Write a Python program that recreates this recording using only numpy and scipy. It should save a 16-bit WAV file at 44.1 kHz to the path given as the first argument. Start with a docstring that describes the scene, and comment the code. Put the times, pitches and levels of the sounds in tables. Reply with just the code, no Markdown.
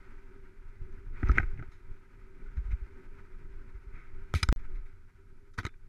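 """A low rumble and gritty tyre noise run throughout, broken by jolts, knocks, slaps, scrapes and a brief silence.
A mountain bike rolls fast down a dirt trail, heard by a camera shut in a plastic case on the rider's helmet.
Shaped noise makes the rumble, hum, tyre noise and hiss; bursts of noise ring the helmet, case and shell.
Short swings make the jolts, damped tones give knocks and slaps their pitch, and fading steps start some slaps.
One hard jolt cuts the sound for a moment, from one set time to another."""
import sys
import numpy as np
from scipy.fft import rfft, irfft, next_fast_len
from scipy.io import wavfile
from scipy.ndimage import uniform_filter1d, map_coordinates

SR = 44100
rng = np.random.default_rng(int(sys.argv[2]) if len(sys.argv) > 2 else 0)


def digitize_waveform(pressure):
    """Quantize a signal to 16-bit integers and store it at the path in sys.argv[1].

    Rows of a 2-D input are taken as channels; values are limited to [-1, 1].
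    """
    field = np.atleast_2d(pressure).T
    bounded = np.clip(field, -1, 1)
    quanta = np.round(bounded * 32767).astype(np.int16)
    wavfile.write(sys.argv[1], SR, quanta)


N = 259308  # length in samples

# How loud the ride is over time.
# Each row: time in seconds, then mount rumble, helmet hum and tyre noise in dB.
RIDE_LEVELS = [(0.0, -45.5, -59.5, -62.5), (0.38, -48.5, -62.5, -66.5), (0.7, -43.5, -63.5, -67.5),
               (1.15, -37, -60.5, -66), (1.31, -35, -52, -51.5), (1.42, -32, -59.5, -60),
               (1.77, -44.5, -65, -68.5), (1.93, -44, -64, -66.5), (2.26, -46.5, -62, -66.5),
               (2.72, -38.5, -64.5, -63.5), (3.01, -46.5, -58, -65), (3.44, -39.5, -62, -65.5),
               (3.7, -42.5, -62, -66.5), (4.05, -43, -61.5, -66), (4.53, -37, -64, -64),
               (4.86, -43, -68.5, -69), (5.4, -48.5, -68.5, -74.5), (5.88, -47.5, -72, -74)]
# Tone of the wind and shaking in the mount. 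Each row: frequency in Hz, relative level in dB per Hz.
RUMBLE_TONE = [(7.1, -37), (12, 5), (27, -2.5), (49, -19.5), (90, -16), (187, -37.5), (264, -37.5),
               (330, -44), (430, -67), (730, -120)]
# Tone of the microphone noise. Each row: frequency in Hz, relative level in dB per Hz.
HISS_TONE = [(1650, -20), (2800, -3.5), (3300, -3.5), (5700, -3), (9100, -7), (12500, -6.5), (12900, -22),
             (16000, -35)]
# Low resonances of the helmet during the ride. Each row: centre in Hz, width in Hz, relative level in dB.
HELMET_HUM = [(244.6, 140, -10), (380, 34.5, 0.5), (403.56, 32, -2.5)]
# Resonances of the helmet when struck. Each row: centre in Hz, width in Hz, relative level in dB.
HELMET_THUD = [(168, 123, -6.5), (255, 79, 1), (348.7, 90, -1), (490, 120, -11.5), (770, 170, -11)]
# Resonances of the plastic case. Each row: centre in Hz, width in Hz, relative level in dB.
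CASE_RESONANCES = [(939, 100, -6.5), (1269, 81, 1.6), (1510, 173, -0.67), (2010, 230, -2), (2356, 383, -7)]
# Thin parts of the case, heard when struck directly.
# Each row: centre in Hz, width in Hz, relative level in dB.
SHELL_RESONANCES = [(2990, 330, -5), (3500, 380, -4.5), (3920, 260, -2), (4480, 200, -7), (5010, 150, -3.5),
                    (5500, 390, -7), (5970, 450, -5.5), (6660, 400, -6.5), (7390, 570, -10.5),
                    (8800, 450, -11), (9180, 1200, -14), (10700, 1300, -13.5), (12300, 1800, -17),
                    (14374, 4900, -16.5)]
# Longer scrapes and brushes. Each row: start in seconds, case level in dB, shell against case in dB,
# case tilt in dB per octave, rise in seconds, time to fall 60 dB in seconds.
SCRAPES = [(0, -67, -17, 6.5, .009, 0.16), (0.919, -67.5, -9, -9.5, .007, .08),
           (1.121, -55.5, -25, 6, 0.053, 0.2), (1.24, -55, -24.5, 5, .02, 0.32),
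           (1.335, -43.5, -24, 14, 0.024, 0.28), (1.405, -56, -19, 3, .015, 0.23),
           (1.712, -62.5, -9, 4, .008, .3), (2.56, -56.5, -16.5, 1.5, .014, 0.092),
           (2.698, -52, -18, 12.5, 0.025, 0.072), (3.91, -57.5, -24, 10, 0.055, 0.8),
           (4.344, -39, -4, 26, 0.0061, 0.2), (4.44, -61, 2.5, 3, .004, 0.1),
           (4.584, -61.5, -14.5, 13, .01, 0.11), (4.736, -62, -14.5, 13, 0.022, 0.12),
           (4.852, -63, -16, 7.5, 0.012, 0.15), (5.533, -65.5, -3.5, -0.5, 0.0078, 0.074)]
# The camera knocks inside its case over bumps. Each row: start in seconds, case level in dB,
# helmet against case in dB, shell against case in dB, case tilt in dB per octave, time to fall 60 dB in seconds.
KNOCKS = [(1.229, -33, 0.5, -36, 0.5, 0.023), (1.270, -43.5, -3.5, -31, 5, 0.057),
          (1.287, -42, 5.5, -16, -1, 0.022), (1.2925, -31, -6, -32, -24, 0.0347),
          (1.315, -38.5, 0, -19, 3.5, 0.0245), (1.373, -31.5, -1, -26, -3, 0.024),
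          (1.3815, -24, -3, -21, 2.5, 0.015), (1.396, -33.5, -3.5, -29.5, -5, 0.051),
          (1.4295, -38, -3, -31, -14, 0.027), (1.573, -56, -3, -30.5, 14, 0.098),
          (1.592, -46.5, -0.5, -29, -6, 0.0546), (1.623, -45.5, -1.5, -27.5, -9.5, 0.053),
          (5.684, -60, -8.5, -6.5, -0.5, .015), (5.689, -54.5, -9.5, -29.5, 16.5, 0.02),
          (5.738, -61, -11, -30, 0, .05)]
# Twigs slap the outside. Each row: start in seconds, case level in dB, helmet against case in dB,
# shell against case in dB, case tilt in dB per octave, rise in seconds, time to fall 60 dB in seconds.
SLAPS = [(4.3384, -26, -8, -11, 1, 0.00047, 0.013), (4.4287, -25.5, -13.5, -3, 2, 0.0004, 0.026),
         (4.429, -30, -12, -5, 28, 0.0038, 0.0098), (4.488, -24.5, -7, -9.5, -9, 0.00051, 0.013),
         (4.515, -44.5, 4.5, -11, 10, 0.0059, 0.05), (5.576, -37, -2, -13.5, -8, 0.0073, 0.025),
         (5.585, -30, -11, -13, -4, 0.003, 0.0343), (5.596, -43.5, -2, -9, 5, 0.00246, 0.066),
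         (5.629, -49, 0.5, -13.5, 6, 0.0033, 0.034), (5.64, -48.5, -10, -14, -1, 0.002, 0.1),
         (5.65, -33, -13, -12, 0, 0.00337, 0.016), (5.663, -34.5, -2, -7.5, -2, 0.0029, 0.028)]
# Short damped tones that give knocks and slaps their pitch, a few ringing on longer.
# Each row: start in seconds, level before the soft rise in dB, pitch in Hz, time to fall 60 dB in seconds.
PINGS = [(1.227, -26, 250, .04), (1.292, -25, 275, .04), (1.2935, -22, 1300, .028),
         (1.2868, -36, 5900, .008), (1.287, -48, 5080, .02), (1.3142, -38, 5950, .008),
         (1.315, -47, 5080, .022), (1.382, -3.5, 1525, .017), (1.382, -6, 1950, .015),
         (1.382, -10.5, 2390, .012), (4.429, -30, 925, .03), (4.4315, -21, 1470, .025),
         (4.4308, -13, 2335, .018), (4.431, -23, 3400, .012), (4.4305, -20, 3975, .018),
         (4.4305, -19, 5040, .018), (4.431, -26, 6080, .014), (4.4305, -28, 8600, .014),
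         (4.431, -31, 9450, .014), (4.4308, -31, 10650, .013), (4.437, -66, 3570, .19),
         (4.437, -63, 5370, .2), (5.58, -48, 7228, .0117), (5.61, -49, 6100, .0114),
         (5.587, -36, 1490, .035), (5.6512, -32, 1265, .022), (5.6508, -26, 2150, .013),
         (5.6508, -31, 6450, .011), (5.6508, -33, 3750, .014), (5.651, -37, 4140, .016),
         (5.667, -67, 3560, .2)]
# Jolts of the mount. Each row: start in seconds, height of the swing's outline in dB,
# base swing rate in Hz, first direction (1 or -1).
JOLTS = [(1.234, -20.5, 85, -1), (1.247, -23, 45, -1), (1.276, -25.5, 69.8, 1), (1.2906, -16.5, 70, -1),
         (1.2983, -16, 54.7, 1), (1.316, -26, 94.9, 1), (1.338, -34, 100, 1), (1.355, -28.5, 110, 1),
         (1.369, -27, 60.3, 1), (1.394, -23, 91.3, 1), (1.425, -28, 62, 1), (1.44, -28, 27.7, 1),
         (1.477, -38.5, 50, 1), (1.529, -33, 81, -1), (1.558, -37.5, 110, 1), (1.59, -33, 117, -1),
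         (1.612, -36.5, 120.5, 1), (2.473, -34.5, 28.6, 1), (2.57, -30.5, 60.6, -1), (2.579, -27, 74.2, 1),
         (2.594, -30, 47.4, 1), (2.65, -28, 36.7, 1), (2.685, -27, 44.3, -1), (2.711, -25, 40.5, 1),
         (2.729, -23.5, 62.3, -1), (2.816, -30.5, 50.6, -1), (3.493, -41, 44.6, 1), (3.747, -34, 44.95, -1),
         (3.868, -35.5, 44, 1), (4.342, -21.5, 88, -1), (4.355, -20.5, 87.8, -1), (4.428, -22, 85.5, -1),
         (4.4874, -15, 54.64, -1), (4.5238, -15, 106.2, 1), (4.553, -33.5, 37.2, 1), (4.735, -26.5, 26, 1),
         (4.798, -30, 23.53, 1), (5.583, -29, 89, -1), (5.598, -34, 95, 1), (5.65, -29, 99, 1),
         (5.663, -41, 65.2, 1)]
# Some slaps start with a sudden step of pressure.
# Each row: start in seconds, level before the rise in dB, direction (1 or -1).
PUSHES = [(4.3399, -18.5, 1), (4.4888, -21.5, -1), (5.651, -28.5, 1)]

SCRAPE_HELMET_DB = -7.5  # against the case level
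SCRAPE_SHELL_TILT, KNOCK_SHELL_TILT, SLAP_SHELL_TILT = -2.5, -7, -4  # dB per octave
KNOCK_LOW_HZ, SLAP_LOW_HZ = 1230, 698  # the case rings little below this, struck from inside or outside
KNOCK_RISE_S = 0.001686
KNOCK_BLOW_DB, SLAP_BLOW_DB = 14, 9.5  # the one hard touch at the height of the burst, over its noise
CASE_TILT_HZ = 1520  # the case tilt starts here
PING_RISE_S = 0.001
SWING_PEAK = 0.48  # cycles at the base rate until a jolt's outline is widest
PUSH_RISE_S, PUSH_T60_S = 0.00018, 0.0157
DROPOUT_START_S, DROPOUT_END_S = 4.52712, 4.56163
TOP_HZ = 16800  # nothing is kept from here up


def amp(db):
    """Turn dB into a plain multiplier."""
    return 10 ** (np.asarray(db) / 20)


def unit(x):
    """Scale a sound to an average (rms) strength of 1."""
    return x / np.sqrt(np.mean(x ** 2) + 1e-20)


def filtered(x, response):
    """Shape a sound by a response that depends on frequency; zero padding leaves room for its tail."""
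    size = 2 * next_fast_len(len(x) // 2 + 4096)
    spectrum = rfft(x, size) * response(np.fft.rfftfreq(size, 1 / SR))
    return irfft(spectrum, size)[:len(x)]


def sloped(points):
    """Make a gain curve by joining (Hz, dB) points along a log frequency axis."""
    f, db = np.transpose(points)
    return lambda hz: amp(np.interp(np.log(hz + 1), np.log(f + 1), db))


def modes(table):
    """Add up resonances, each strongest at its centre, with every second one upside down."""
    def response(hz):
        total = 0
        for k, (centre, width, db) in enumerate(table):
            damping = 1j * hz * width
            total = total + (-1) ** k * amp(db) * damping / (centre * centre - hz * hz + damping)
        return total
    return response


def causal(gain):
    """Give a gain curve its minimum-phase response, so that nothing sounds before a blow."""
    def response(hz):
        cepstrum = irfft(np.log(np.abs(gain(hz)) + 1e-6))
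        # fold the backward-in-time half onto the forward half
        cepstrum[1:len(hz) - 1] *= 2
        cepstrum[len(hz):] = 0
        return np.exp(rfft(cepstrum))
    return response


def tilt(hz, db_per_octave, low, high):
    """Rise or fall steadily between two frequencies, staying level outside them."""
    return amp(db_per_octave * np.log2(np.clip(hz, low, high) / low))


def wobble(rate):
    """Draw a smooth random curve through this many random points a second."""
    points = rng.standard_normal(int(N * rate / SR) + 4)
    return map_coordinates(points, [np.arange(N) * rate / SR])


def add_at(out, start_s, sound):
    """Mix a short sound into a longer one."""
    out[round(start_s * SR):][:len(sound)] += sound


def rolling():
    """Riding shakes the mount into lumpy rumble, hums in the helmet and sends tyre grit through the case."""
    times, *columns = np.transpose(RIDE_LEVELS)
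    rumble_db, hum_db, tyre_db = [np.interp(np.arange(N) / SR, times, c) for c in columns]
    shake = wobble(9.1)  # small bumps move all layers together

    # about 40 single pushes a second from the trail
    bumps = 18 * (rng.random(N) < 40 / SR) * rng.laplace(size=N)
    rumble = amp(2 * shake) * (rng.standard_normal(N) + bumps)
    rumble = filtered(rumble, sloped(RUMBLE_TONE))

    def helmet(hz):
        # adding the two groups this way leaves a dip between their bands
        bands = modes(HELMET_HUM[:1])(hz) + modes(HELMET_HUM[1:])(hz)
        return bands / (1 + (hz / 480) ** 5)

    hum = filtered(amp(2.1 * shake) * rng.standard_normal(N), helmet)

    def case(hz):
        # a little passes between and above the resonances
        leak = amp(-17) / (1 + (hz / 3000) ** 2)
        return modes(CASE_RESONANCES)(hz) / (1 + (hz / 2700) ** 8) + leak

    grit_db = 0.35 * shake + 1.7 * wobble(40) + 0.73 * wobble(300)
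    tyre = filtered(amp(grit_db) * rng.standard_normal(N), case)
    return amp(rumble_db) * unit(rumble) + amp(hum_db) * unit(hum) + amp(tyre_db) * unit(tyre)


def scrapes():
    """Longer brushes are swelling, dying noise without a single hard touch."""
    out = np.zeros(N + SR)
    for s, case_db, shell_db, case_tilt, rise, t60 in SCRAPES:
        ring = struck(case_db, SCRAPE_HELMET_DB, shell_db, case_tilt, SCRAPE_SHELL_TILT,
                      rise, t60, SLAP_LOW_HZ, -np.inf)
        add_at(out, s, ring)
    return out[:N]


def struck(case_db, helmet_db, shell_db, case_tilt, shell_tilt, rise, t60, low_hz, blow_db):
    """A burst of contact noise, swelling then dying, rings the helmet, the case and its thin shell."""
    t = np.arange(SR // 3) / SR
    shape = np.where(t < rise, t / rise, amp(-60 * (t - rise) / t60))
    burst = shape * rng.standard_normal(len(t))
    burst[round(rise * SR)] += amp(blow_db)

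    # each blow lands elsewhere, so the levels (last column) of the shell's parts vary
    level_change = rng.normal(0, 2.2, (len(SHELL_RESONANCES), 1))  # dB
    spot = SHELL_RESONANCES + level_change * np.array([0, 0, 1])

    def helmet(hz):
        return modes(HELMET_THUD)(hz) / (1 + (hz / 900) ** 4)

    def case(hz):
        top = amp(-9.5) / (1 + (hz / 3900) ** 6) + 1 / (1 + (hz / 2600) ** 12)
        bottom = 1 / (1 + (low_hz / (hz + 1)) ** 6.04)
        return modes(CASE_RESONANCES)(hz) * top * bottom * tilt(hz, case_tilt, CASE_TILT_HZ, 2400)

    def shell(hz):
        return modes(spot)(hz) / (1 + (hz / 14500) ** 16) * tilt(hz, shell_tilt, 4200, 16000)

    out = np.zeros(len(t))
    parts = ((case_db + helmet_db, helmet), (case_db, case), (case_db + shell_db, shell))
    for db, response in parts:
        ring = filtered(burst, causal(response))
        # give each part the energy of the burst's outline, then its own level
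        out += amp(db) * ring * np.linalg.norm(shape) / np.linalg.norm(ring)
    return out


def pings():
    """Short damped tones, their phase drifting a little, give knocks and slaps their pitch."""
    out, t = np.zeros(N + SR), np.arange(SR // 4) / SR
    for s, db, hz, t60 in PINGS:
        drift = uniform_filter1d(rng.standard_normal(len(t)), size=60)
        waver = np.cumsum(drift) * np.sqrt(100 / SR)
        shape = amp(db - 60 * t / t60) * (1 - np.exp(-t / PING_RISE_S)) ** 2
        add_at(out, s, shape * np.sin(2 * np.pi * hz * t + waver))
    return out[:N]


def knocks():
    """The camera hits its case from inside: a quick burst of noise with one hard touch."""
    out = np.zeros(N + SR)
    for s, case_db, helmet_db, shell_db, case_tilt, t60 in KNOCKS:
        ring = struck(case_db, helmet_db, shell_db, case_tilt, KNOCK_SHELL_TILT,
                      KNOCK_RISE_S, t60, KNOCK_LOW_HZ, KNOCK_BLOW_DB)
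        add_at(out, s, ring)
    return out[:N]


def jolts():
    """Each jolt swings the mount for a few cycles, fastest at first while the strap is tight."""
    out, t = np.zeros(N + SR), np.arange(SR // 4) / SR
    for s, db, hz, direction in JOLTS:
        rise = SWING_PEAK / hz
        # the rate slides from 1.092 down to 0.852 times the base rate
        cycles = hz * (0.852 * t + 0.24 * rise * (1 - np.exp(-t / rise)))
        shape = amp(db) * t / rise * np.exp(1 - t / rise)
        add_at(out, s, direction * shape * np.sin(2 * np.pi * cycles))
    return out[:N]


def slaps():
    """Twigs hit the outside: noise with one hard touch, ringing the case lower than a knock does."""
    out = np.zeros(N + SR)
    for s, case_db, helmet_db, shell_db, case_tilt, rise, t60 in SLAPS:
        ring = struck(case_db, helmet_db, shell_db, case_tilt, SLAP_SHELL_TILT,
                      rise, t60, SLAP_LOW_HZ, SLAP_BLOW_DB)
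        add_at(out, s, ring)
    return out[:N]


def pushes():
    """Some slaps start with a sudden step of pressure that leaks away."""
    out, t = np.zeros(N + SR), np.arange(SR // 10) / SR
    for s, db, direction in PUSHES:
        leak = amp(db - 60 * t / PUSH_T60_S)
        add_at(out, s, direction * leak * (1 - np.exp(-t / PUSH_RISE_S)))
    return out[:N]


def scene():
    """Mix all sources into one channel."""
    contacts = scrapes() + knocks() + slaps()
    return (rolling() + contacts + pings() + jolts() + pushes())[None]


def record(dry):
    """Add steady microphone hiss, silence the short dropout and remove the highest treble."""
    hiss = filtered(rng.standard_normal(N), sloped(HISS_TONE))
    x = dry[0] + amp(-85.5) * unit(hiss)
    x[round(DROPOUT_START_S * SR):round(DROPOUT_END_S * SR)] = 0
    return filtered(x, lambda hz: hz < TOP_HZ)[None]


dry = scene()
out = record(dry)
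digitize_waveform(out)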